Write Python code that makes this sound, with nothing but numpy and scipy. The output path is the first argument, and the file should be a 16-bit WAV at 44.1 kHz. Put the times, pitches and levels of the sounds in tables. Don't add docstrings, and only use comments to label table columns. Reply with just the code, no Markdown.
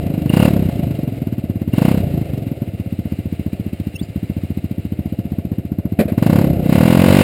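import sys
import numpy as np
from scipy import signal
from scipy.fft import rfft, irfft, next_fast_len
from scipy.io import wavfile
from scipy.ndimage import uniform_filter1d, map_coordinates

SR = 44100
rng = np.random.default_rng(int(sys.argv[2]) if len(sys.argv) > 2 else 0)


def voltage_ratio(decibels):
    exponent = np.asarray(decibels, float) / 20
    return 10 ** exponent


def put_to_file(sound):
    columns = np.atleast_2d(sound).T
    safe = np.clip(columns, -1, 1)
    whole_steps = np.round(safe * 32767)
    wavfile.write(sys.argv[1], SR, whole_steps.astype(np.int16))


N = 318843
TIME = np.arange(N) / SR
SHUT_S = 0.09


def unit(x):
    return x / np.sqrt(np.mean(x ** 2) + 1e-20)


def curves(rows):
    s, *columns = np.transpose(rows)
    return [np.interp(TIME, s, column) for column in columns]


def filtered(x, response):
    size = next_fast_len(N + 8192)
    spectrum = rfft(x, size) * response(np.fft.rfftfreq(size, 1 / SR))
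    return irfft(spectrum, size)[:N]


def coloured(x, points):
    hz, db = np.transpose(points)
    return unit(filtered(x, lambda f: voltage_ratio(np.interp(np.log(f + 1), np.log(hz + 1), db))))


def noise():
    return rng.standard_normal(N)


def wobble(rate):
    knots = rng.standard_normal(int(N * rate / SR) + 4)
    return map_coordinates(knots, [TIME * rate])


def train(times, sizes):
    at = np.round(times * SR).astype(int)
    inside = (at >= 0) & (at < N)
    return np.bincount(at[inside], sizes[inside], N)


def puff(hz, width_hz, lag):
    scale = SR / (2 * np.sqrt(2 * np.pi) * width_hz)
    return lambda f: scale * np.exp(-.5 * ((f - hz) / width_hz) ** 2 - 1j * lag)


def dying(x, t60):
    return signal.lfilter([1], [1, -voltage_ratio(-60 / (t60 * SR))], x)


def resonances(modes):
    def response(f):
        total = 0
        for k, (hz, width, db) in enumerate(modes):
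            mode = 1j * f * width / (hz * hz - f * f + 1j * f * width)
            total = total + (-1) ** k * voltage_ratio(db) * mode
        return total
    return response


# (time [s], rate [cycles/s])
CYCLE_RATE = [(0.0, 27.83), (0.29, 24.13), (0.43, 38.4), (0.76, 27.82), (1.35, 17.55), (1.71, 16.31),
              (1.84, 31.41), (2.0, 33.51), (2.07, 28.96), (2.73, 16.15), (3.35, 14.35), (3.63, 15.16),
              (4.04, 13.47), (4.29, 14.69), (4.9, 14.22), (5.15, 15.45), (5.85, 14.66), (6.13, 15.34),
              (6.36, 36.29), (6.67, 29.38), (6.82, 40.78), (7.23, 49.42)]
IDLE_HZ = 15
ONE_FIRING_S = 4.3007


def revs(times):
    return np.interp(times, *np.transpose(CYCLE_RATE)) / IDLE_HZ


def crank():
    turned = np.cumsum(curves(CYCLE_RATE)[0]) / SR
    return turned - turned[round(ONE_FIRING_S * SR)]


def moments(turned, share):
    whole = np.arange(np.floor(turned[0]), np.ceil(turned[-1]))
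    return np.interp(whole + share, turned, TIME, left=N, right=N)


# (start [s], wide open [s], let go [s], usual knock level [dB])
THROTTLE_TWISTS = [(0.24, 0.347, 0.46, -17.5), (1.677, 1.777, 1.877, -25), (6.075, 6.22, 6.4, -47),
                   (6.6, 6.724, 7.39, -43)]


def throttle(times, fade_s):
    t = times[:, None]
    start, wide, let_go, _ = np.transpose(THROTTLE_TWISTS)
    opened = np.clip((t - start) / (wide - start), 0, 1)
    released = np.exp(-np.clip(t - let_go, 0, None) / fade_s)
    return (opened * released).max(axis=1)


# (time [s], change of puff [dB])
BAD_BURNS = [(0.0, -7), (0.031, -6), (0.103, -1), (0.508, -3.5), (0.656, -0.5), (0.724, -21), (0.758, -2.5),
             (0.951, -7), (1.123, -5.5), (1.173, -11), (1.44, -1.5), (2.04, -21), (2.107, -13),
             (2.252, -24), (2.291, -26), (2.421, -7), (2.57, -21), (2.679, -6), (2.738, -6.5), (2.86, -5),
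             (3.941, -11.5), (4.086, -11), (5.254, -2), (5.652, -5), (6.534, -1), (6.567, -18),
             (6.629, -3.5)]
# (time [s], puff peak [dB], case drone [dB], valve rattle [dB])
HEAD_TURN = [(0, -4.5, -41, -50), (1.3, -5.5, -41.5, -49.5), (2.298, -6.5, -42.5, -50.5),
             (3.3, -7, -42, -46.5), (4.6, -7, -42.5, -46.5), (5.8, -4.5, -41, -52), (6.502, -6, -38, -53),
             (7.23, -4.5, -46, -43.5)]
PUFF_BOOST_DB, FUEL_LINGERS_S = 8.5, .13
LEAN_DB = 2


def combustion(fire):
    s, idle_db = np.transpose(HEAD_TURN)[:2]
    shut = 1 - throttle(fire, SHUT_S)
    scatter, starving = rng.standard_normal((2, len(fire)))
    starved_db = LEAN_DB * shut * np.clip(revs(fire) - 1.1, 0, 1) * abs(starving)
    burn_db = np.interp(fire, s, idle_db) + PUFF_BOOST_DB * throttle(fire, FUEL_LINGERS_S)
    burn_db += (.15 + .6 * shut) * scatter - starved_db
    for when, change_db in BAD_BURNS:
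        burn_db[np.argmin(abs(fire - when))] += change_db
    return burn_db


STEEP_FROM, STEEP_BY = 2.5, 3.3


def direct_puffs(fire, burn_db):
    steep = np.clip((revs(fire) - STEEP_FROM) / (STEEP_BY - STEEP_FROM), 0, 1)
    gentle_puffs = filtered(train(fire, (1 - steep) * voltage_ratio(burn_db)), puff(185, 100, -.6))
    steep_puffs = filtered(train(fire - .0012, steep * voltage_ratio(burn_db)), puff(205, 110, .6))
    return gentle_puffs + steep_puffs


# (delay [s], gain [ratio])
PIPE_RETURNS = [(.0093, 0.53), (0.0205, 0.067), (0.033, .06)]


def pipe_echoes(fire, burn_db):
    heat = revs(fire)
    returns = np.zeros(N)
    for delay, gain in PIPE_RETURNS:
        returns += train(fire + delay / heat ** 0.76, gain * voltage_ratio(burn_db) / heat ** 0.82)
    return filtered(returns, puff(75, 150, -0.047))


PUMP_DB, PUMP_OPEN_DB = -14, -7.5
PUMP_VACUUM_DB, VACUUM_FROM = 18, 1.635


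def pumping(turned, fire):
    pump = moments(turned, 0.2182)
    opening = throttle(pump, SHUT_S)
    vacuum = (1 - opening) * np.clip(revs(pump) - VACUUM_FROM, 0, None)
    pump_db = PUMP_DB + PUMP_OPEN_DB * opening + PUMP_VACUUM_DB * vacuum
    jitter, scatter = rng.standard_normal((2, len(pump)))
    suck = -voltage_ratio(pump_db + 2.45 * scatter)
    gulp = 0.28 * suck * np.clip(revs(fire) - 1.1, 0, 1)
    thumps = train(pump + 0.00152 * jitter, suck)
    thumps += train(fire - .0045, gulp) - train(fire - .0008, 0.27 * gulp)
    return filtered(thumps, puff(92.5, 64, 0.45))


# (frequency [Hz], width [Hz], level [dB])
SILENCER_MODES = [(327, 56, -2), (502, 122, 0), (840, 310, -6.5), (1595, 210, -13.5), (1950, 210, -11.5),
                  (2780, 210, -15.5), (3840, 150, -19)]
# (frequency [Hz], relative density [dB/Hz])
RASP_SPECTRUM = [(290, -51), (500, 6), (696, -9), (873, -7.5), (1220, -15), (1610, -13), (1890, -17),
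                 (2720, -20.5), (3380, -27), (4850, -23.5), (5900, -37), (7670, -75), (13000, -120)]
RASP_DB = -35
GROWL_DB, GROWL_T60_S, GROWL_RISE_S = -26.5, 0.064, .002


def outlet(fire, burn_db):
    load = voltage_ratio(2.28 * burn_db) * revs(fire) ** 0.64
    bark = voltage_ratio(8.5) * filtered(train(fire - .001, load), resonances(SILENCER_MODES))
    gusts = uniform_filter1d(dying(train(fire + 0.0028, load), 0.04), size=200)
    rasp = voltage_ratio(RASP_DB) * gusts * coloured(noise(), RASP_SPECTRUM)
    t = TIME[:SR // 10]
    envelope = voltage_ratio(-60 * t / GROWL_T60_S) * (1 - np.exp(-t / GROWL_RISE_S))
    burst = coloured(noise(), RASP_SPECTRUM)[:len(t)] * envelope
    growl = voltage_ratio(GROWL_DB) * signal.fftconvolve(train(fire, load), burst)[:N]
    return bark + rasp + growl


def exhaust(turned):
    fire = moments(turned, 0)
    burn_db = combustion(fire)
    puffs = direct_puffs(fire, burn_db) + pipe_echoes(fire, burn_db)
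    return puffs + pumping(turned, fire) + outlet(fire, burn_db)


KNOCK_LEAD_S, KNOCK_SCATTER_DB, KNOCK_FROM = .007, 1.5, .25


def knock(turned):
    out, t = np.zeros(N + SR), np.arange(SR // 20) / SR
    fire = moments(turned, 0)
    chance = rng.standard_normal((len(fire), 3))
    opening = throttle(fire, SHUT_S)
    for start, _, let_go, db in THROTTLE_TWISTS:
        during = (fire > start) & (opening > KNOCK_FROM) & (fire < min(let_go, TIME[-1]))
        for s, (detune, phase, size) in zip(fire[during] - KNOCK_LEAD_S, chance[during]):
            ring = np.sin(2 * np.pi * 2780 * (1 + .008 * detune) * t + phase)
            decay = voltage_ratio(db + KNOCK_SCATTER_DB * size - 60 * t / 0.045)
            out[round(s * SR):][:len(t)] += decay * (1 - np.exp(-t / 0.00085)) * ring
    return out[:N]


# (frequency [Hz], relative density [dB/Hz])
DRONE_SPECTRUM = [(220, -23.5), (380, -1.5), (421, -7.5), (570, -3.5), (623, -7.5), (690, -5), (778, -17.5),
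                  (1100, -39.5), (1430, -28), (2420, -120)]
# (frequency [Hz], relative density [dB/Hz])
RUMBLE_SPECTRUM = [(18, -47), (30, -80), (86, 7.5), (189, -8), (240, -5), (312, -1.5), (400, -24.5),
                   (520, -49), (880, -120)]
DRONE_PER_OCTAVE_DB = 10.5


def case_drone(turned):
    drone_db = curves(HEAD_TURN)[1] + DRONE_PER_OCTAVE_DB * np.log2(revs(TIME))
    swell_db = 2.35 * np.cos(2 * np.pi * turned - 1.2) + 1.04 * wobble(30)
    drone = voltage_ratio(drone_db + swell_db) * coloured(noise(), DRONE_SPECTRUM)
    rumble = voltage_ratio(drone_db + 5.5 + 1.15 * wobble(19)) * coloured(noise(), RUMBLE_SPECTRUM)
    return drone + rumble


# (frequency [Hz], width [Hz], level [dB])
HEAD_MODES = [(1690, 73, -28), (2093, 185, 9.5), (2807, 57, -1.5), (3980, 97, -27), (4930, 190, 4.5)]
# (frequency [Hz], relative density [dB/Hz])
RATTLE_SPECTRUM = [(530, 0.5), (900, -3.5), (958, -12), (1200, -6.5), (1440, -7), (1570, -6.5),
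                   (2820, -0.5), (3400, -9.5), (3950, -5), (4960, -17.5), (5900, -18.5), (7670, -58),
                   (13000, -120)]
# (frequency [Hz], relative density [dB/Hz])
TAPPET_SPECTRUM = [(1500, -32), (2600, 8.5), (4000, 0), (5200, -3.5), (5900, -12.5), (7670, -50),
                   (13000, -120)]
RATTLE_PER_OCTAVE_DB, RATTLE_OPEN_DB = 7.5, 8
TICK_DB, TICK_SCATTER_DB, TICK_T60_S = -2.5, 3.5, 0.032


def valve_gear(turned):
    rattle_db = curves(HEAD_TURN)[2] + RATTLE_PER_OCTAVE_DB * np.log2(revs(TIME))
    rattle_db += RATTLE_OPEN_DB * throttle(TIME, SHUT_S)
    angle = 2 * np.pi * turned
    chuff_db = 1.2 * np.cos(angle - .2) + 0.26 * np.cos(2 * angle - .4) + 1.5 * wobble(60)
    head = resonances(HEAD_MODES)
    ringing = filtered(noise() * voltage_ratio(chuff_db), lambda f: 1 + head(f))
    rattle = coloured(ringing, RATTLE_SPECTRUM)
    lift = moments(turned, 0.025)
    tick_db = TICK_DB + TICK_SCATTER_DB * rng.standard_normal(len(lift))
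    clicks = dying(train(lift, voltage_ratio(tick_db)), TICK_T60_S) * coloured(noise(), TAPPET_SPECTRUM)
    return voltage_ratio(rattle_db) * (rattle + clicks)


# (time [s], level [dB], rattle length [s])
GEAR_CLUNKS = [(5.989, -8.5, 0.023), (6.078, -20.5, 0.021)]
# (frequency [Hz], relative density [dB/Hz])
CLUNK_SPECTRUM = [(59, -52), (100, -31), (198, 11), (308, -9), (621, -2), (919, -29), (2350, -22),
                  (3300, -33.5), (4190, -33), (5900, -44), (7670, -84), (13000, -120)]


def gearbox():
    level = np.zeros(N)
    for s, db, length in GEAR_CLUNKS:
        t = TIME - s
        decay = voltage_ratio(db - 60 * np.clip(t - length, 0, None) / 0.11)
        level += decay * np.clip(t / 0.0022, 0, 1)
    return level * coloured(noise(), CLUNK_SPECTRUM)


# (time [s], pitch [Hz], mean level [dB])
BIRD_CHIRP = [(3.94, 2754, -51), (3.958, 2680, -42.5), (3.998, 3400, -57), (4.036, 4900, -49),
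              (4.06, 4900, -58)]


def bird():
    hz, db = curves(BIRD_CHIRP)
    from_ends = np.minimum(TIME - BIRD_CHIRP[0][0], BIRD_CHIRP[-1][0] - TIME)
    edge = np.clip(from_ends / 0.0048, 0, 1)
    phase = 2 * np.pi * np.cumsum(hz * (1 + 0.013 * wobble(200))) / SR
    whistle = np.sin(phase) + voltage_ratio(-10) * np.sin(2 * phase)
    return np.sqrt(2) * edge * voltage_ratio(db + 6.4 * wobble(89.8)) * whistle


def scene():
    turned = crank()
    engine = exhaust(turned) + knock(turned) + case_drone(turned) + valve_gear(turned)
    air = engine + gearbox() + bird()
    return filtered(air, lambda f: 1 / np.sqrt(1 + (70 / (f + 1)) ** 7))[None]


def roll_off(x):
    return signal.sosfilt(signal.butter(12, 16120, fs=SR, output="sos"), x)


CONVERTER_HZ = 12000


def record(dry):
    slow = signal.resample_poly(dry, CONVERTER_HZ // 300, SR // 300, axis=1)
    clipped = slow / (1 + abs(slow) ** 12) ** (1 / 12)
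    held = np.repeat(clipped, 4, axis=1)
    back = signal.resample_poly(held, SR // 300, 4 * CONVERTER_HZ // 300, axis=1)[:, :N]
    mix = np.pad(back, ((0, 0), (0, N - back.shape[1])))
    return roll_off(mix)


dry = scene()
out = record(dry)
put_to_file(out)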